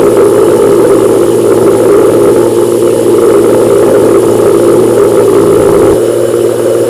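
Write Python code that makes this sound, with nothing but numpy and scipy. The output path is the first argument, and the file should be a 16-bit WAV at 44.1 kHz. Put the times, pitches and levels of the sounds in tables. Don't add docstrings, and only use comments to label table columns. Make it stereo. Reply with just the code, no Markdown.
import sys
import numpy as np
from scipy import signal
from scipy.io import wavfile
from scipy.ndimage import uniform_filter1d

SR = 44100
rng = np.random.default_rng(int(sys.argv[2]) if len(sys.argv) > 2 else 0)


def master_out(mix):
    frames = np.transpose(np.atleast_2d(mix))
    ceiling = np.clip(frames, -1, 1)
    pcm = np.round(ceiling * 32767).astype(np.int16)
    wavfile.write(sys.argv[1], SR, pcm)


N = 303849

# multiple of the pass rate, level below the chute in dB, level beside it in dB,
# dB gained for each pass a second lost to load.
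HUM_TONES = [(1, -25, -26.5, 0.65), (2, -22, -28, -0.28), (3, -10.5, -14, -0.5), (3.5, -21, -44, 0.5),
             (4, -15.5, -19.5, -1.48), (4.5, -20, -23.5, -2.7)]
# frequency in Hz, relative density in dB per Hz.
ROAR_COLOUR_BELOW = [(60, -58), (150, -22), (260, -15), (330, 0.5), (420, 3), (520, -0.5), (600, -16),
                     (750, -29), (840, -11.5), (950, -20.5), (1500, -31.5), (1720, -28.5), (1900, -64),
                     (2400, -46.5)]
ROAR_COLOUR_BESIDE = [(40, -52), (150, -32), (260, -19.5), (330, -2), (450, 4), (560, 1.5), (640, -16.5),
                      (780, -20.5), (1100, -18.5), (1600, -18.5), (2400, -40.5)]
# frequency in Hz, relative density in dB per Hz.
HISS_COLOUR = [(880, -3), (1500, -13), (1800, 2), (2370, -1.5), (2770, -2), (3020, -1.5), (3460, -4.5),
               (4590, -8.5), (5310, -8), (6140, -12), (6970, -6), (7610, -7.5), (10100, -1), (11100, -3.5),
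               (15300, -29.5)]
# frequency in Hz,
# width of the sharper resonance in Hz, level below the chute in dB, level beside it in dB, against the hiss.
CHUTE_PLATES = [(2965, 66, -13, -10.5), (5340, 34, -22.5, -20), (7220, 330, -17.5, -16),
                (9000, 200, -40, -27), (9830, 54, -14, -12)]
# frequency in Hz, left-right likeness from 0 to 1.
ROAR_LIKENESS = [(60, 0.6), (400, 1), (700, 0.96), (1300, 0.43), (2400, 0.12)]
# frequency in Hz, left minus right in dB.
STEREO_LEAN_BELOW = [(60, -11), (150, 6), (380, 1), (940, -1.5), (2370, 1), (5930, 2), (14900, 7.5)]
STEREO_LEAN_BESIDE = [(60, -5.5), (150, 0), (380, -1), (940, -4.5), (2370, 0), (5930, -0.5), (14900, 2.5)]
# time in seconds, hammer passes a second.
ROTOR_SPEED = [(0, 115.2), (1.1, 115.2), (1.35, 116), (1.6, 114.7), (2.25, 114.7), (2.65, 116.7),
               (3, 116.9), (3.85, 114), (4.25, 113.8), (4.65, 115.1), (4.95, 115.1), (5.65, 110.7),
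               (5.95, 110.2), (5.99, 116.8), (6.89, 116.7)]
# frequency in Hz, width in Hz, level in dB.
HOUSING_MODES = [(166.8, 5.3, -4.5), (278, 32, 1.5), (400.8, 19.5, 15.5), (503.8, 27, 7.5), (862, 98, -5),
                 (1296, 95, -2), (1684, 98, -9.5)]
# time in seconds, level against a full feed in dB.
GRAIN_FEED = [(0, 1), (.28, 0.5), (.55, 0), (.94, 1), (1.1, -1), (1.4, -2), (1.55, 0.5), (2.3, 1),
              (2.5, -4.5), (2.8, -10.5), (3.1, -6.5), (3.3, 0), (4.3, 0.5), (4.65, -1.5), (5.0, 0.5),
              (5.94, 1), (6, -11), (6.89, -9)]

STEP_S = 5.97
LEAD_S = 9e-5
EDGE_HZ = 15470
IDLE_HZ, START_PASS = 117.2, .35
MAINS_HZ, MAINS_DB = 100, -37
ROAR_DB, ROAR_PER_FEED, ROAR_BESIDE_DB = -6, 0.39, -0.5
THUDS_DB, THUDS_PER_FEED = -24.5, 2.4
RUMBLE_DB, RUMBLE_PER_FEED = -64, 0.89
RUMBLE_DB_PER_LOAD = 6
HISS_DB, HISS_BESIDE_DB, HISS_PER_FEED = -25.5, -2.5, -0.064
KNOCK_EVERY, KNOCK_AT = 12, 2
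KNOCK_DB, HALFWAY_DB = -35, -4.5
KNOCK_BESIDE_DB = 0.5


def gain_of(db):
    return 10 ** (np.asarray(db) / 20)


def evened(x):
    return x / np.sqrt(np.mean(x ** 2) + 1e-20)


def read(points, hz):
    f, value = np.transpose(points)
    return np.interp(np.log(hz + 1), np.log(f + 1), value)


def beside(t):
    return np.clip((t - STEP_S) / 0.025 + .5, 0, 1)


def wander(rate_hz):
    b, a = signal.butter(2, rate_hz, fs=SR)
    drift = signal.lfilter(b, a, rng.standard_normal(N + SR))
    return evened(drift[SR:])


def resonate(x, hz, width_hz):
    r = np.exp(-np.pi * width_hz / SR)
    poles = [1, -2 * r * np.cos(2 * np.pi * hz / SR), r * r]
    return evened(signal.lfilter([1, 0, -1], poles, x))


def noise(size, below, aside, same, patchy_db):
    hop = size // 4
    frames, hz = N // hop + 5, np.fft.rfftfreq(size, 1 / SR)
    a, b, c, d, patches = rng.standard_normal((frames, len(hz), 5)).T
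    patches = uniform_filter1d(patches, 8, 0)
    patches = evened(uniform_filter1d(patches, 8, 1))
    place = beside(np.arange(frames) * hop / SR)
    colour_below, colour_beside = [evened(gain_of(read(s, hz)))[:, None] for s in (below, aside)]
    colour = (1 - place) * colour_below + place * colour_beside
    like = np.clip(same(hz), 0, 1)[:, None]
    left = a + 1j * b
    right = like * left + np.sqrt(1 - like ** 2) * (c + 1j * d)
    spectra = np.array([left, right]) * colour * gain_of(patchy_db * patches)
    return evened(signal.istft(spectra, nperseg=size, noverlap=size - hop)[1][:, :N])


def feed():
    return np.interp(np.arange(N) / SR, *np.transpose(GRAIN_FEED))


def rotor_turns():
    hz = np.interp(np.arange(N) / SR, *np.transpose(ROTOR_SPEED))
    fluttering_hz = hz * (1 + .0012 * wander(12))
    return START_PASS + np.cumsum(fluttering_hz) / SR, IDLE_HZ - hz


def frame(load):
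    shared, left, right = rng.standard_normal((3, N))
    b, a = signal.butter(1, [30, 100], "band", fs=SR)
    shaking = signal.lfilter(b, a, shared + 0.29 * np.array([left, right]))
    rumble_db = RUMBLE_DB + RUMBLE_PER_FEED * feed() + RUMBLE_DB_PER_LOAD * load
    return gain_of(rumble_db) * evened(shaking)


def hum(turns, load):
    t = np.arange(N) / SR
    place = beside(t)
    tones = gain_of(MAINS_DB) * np.sin(2 * np.pi * MAINS_HZ * t)
    for k, below_db, aside_db, load_db in HUM_TONES:
        tone_db = below_db + place * (aside_db - below_db) + load_db * load + 1.0 * wander(8.7)
        phase = 2 * np.pi * k * (turns - .15) + .5 * rng.standard_normal()
        tones = tones + gain_of(tone_db) * np.sin(phase)
    return np.sqrt(2) * tones


def ring(blows):
    pushes = np.convolve(blows, np.hanning(SR // 1000), "same")
    pushes = signal.lfilter(*signal.butter(2, 130, "high", fs=SR), pushes)
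    return sum(gain_of(db) * resonate(pushes, hz, width) for hz, width, db in HOUSING_MODES)


def knocks(turns):
    halves = np.floor(2 * (turns - KNOCK_AT) / KNOCK_EVERY)
    strikes = np.diff(halves, prepend=halves[0]) > 0
    size_db = HALFWAY_DB * (halves % 2) + 0.86 * rng.standard_normal(N)
    knock_db = KNOCK_DB + KNOCK_BESIDE_DB * beside(np.arange(N) / SR)
    return gain_of(knock_db) * ring(strikes * gain_of(size_db))


def housing(turns):
    roar = noise(size=2048, below=ROAR_COLOUR_BELOW, aside=ROAR_COLOUR_BESIDE,
                 same=lambda hz: read(ROAR_LIKENESS, hz), patchy_db=1.5)
    throb_db = 1.27 * np.cos(np.pi * turns - .8) + 1.36 * np.cos(2 * np.pi * turns - .8)
    roar_db = ROAR_DB + ROAR_PER_FEED * feed() + ROAR_BESIDE_DB * beside(np.arange(N) / SR)
    blows = np.diff(np.floor(turns / 2 + .075 * wander(40)), prepend=0) > 0
    sizes = blows * (1 + 0.7 * rng.standard_normal(N))
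    thuds = gain_of(THUDS_DB + THUDS_PER_FEED * feed()) * ring(sizes)
    return gain_of(roar_db + throb_db) * roar + thuds


def grain(turns, load):
    place = beside(np.arange(N) / SR)
    hiss = noise(size=512, below=HISS_COLOUR, aside=HISS_COLOUR, same=lambda hz: 0.066 + 0 * hz, patchy_db=1.8)
    plates = 0
    for hz, width, below_db, aside_db in CHUTE_PLATES:
        ringing = resonate(rng.standard_normal((2, N)), hz, width)
        ringing = resonate(ringing, hz, 3 * width)
        plates = plates + gain_of(below_db + place * (aside_db - below_db)) * ringing
    plates_db = 1.7 * wander(3) - 1.2 + 1.4 * place
    slugs_db = 1.4 * np.tanh(load / 2) * np.cos(np.pi * turns + 2.6)
    passes_db = 0.2 * np.cos(2 * np.pi * turns + 2.7) + 0.14 * np.cos(np.pi * turns / 3)
    pour_db = HISS_DB + HISS_BESIDE_DB * place + HISS_PER_FEED * feed()
    clumps_db = 0.073 * wander(56) + 0.15 * wander(300)
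    return gain_of(pour_db + slugs_db + passes_db + clumps_db) * (hiss + gain_of(plates_db) * plates)


def scene():
    turns, load = rotor_turns()
    mill = frame(load) + hum(turns, load) + knocks(turns) + housing(turns) + grain(turns, load)
    hz, t, spectra = signal.stft(mill, SR, nperseg=512)
    place, side = beside(t), np.array([.5, -.5])[:, None, None]
    lean_db = np.outer(read(STEREO_LEAN_BELOW, hz), 1 - place) + np.outer(read(STEREO_LEAN_BESIDE, hz), place)
    lead = 2 * np.pi * LEAD_S * np.outer(hz, 1 - 2 * place)
    placed = spectra * gain_of(side * lean_db) * np.exp(1j * side * lead)
    return signal.istft(placed, SR, nperseg=512)[1][:, :N]


def record(dry):
    lopsided = dry + 0.0063 * dry ** 2
    swing = np.sqrt(2 * abs(uniform_filter1d(lopsided ** 2, size=SR // 250, axis=1)))
    held = lopsided / (1 + (swing / 2.36) ** 4) ** 0.39
    ceiling, knee, give = .89, 14, .03
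    flattened = held / (1 + abs(held / ceiling) ** knee) ** (1 / knee) + give * held
    treble = signal.sosfilt(signal.butter(4, 1800, "high", fs=SR, output="sos"), dry)
    through = flattened + .42 * treble
    coupled = signal.lfilter(*signal.butter(1, 15, "high", fs=SR), through)
    edge = signal.firwin(2047, EDGE_HZ, window=("kaiser", 9), fs=SR)[None]
    return signal.oaconvolve(np.clip(coupled, -1, 1), edge, "same")


dry = scene()
out = record(dry)
master_out(out)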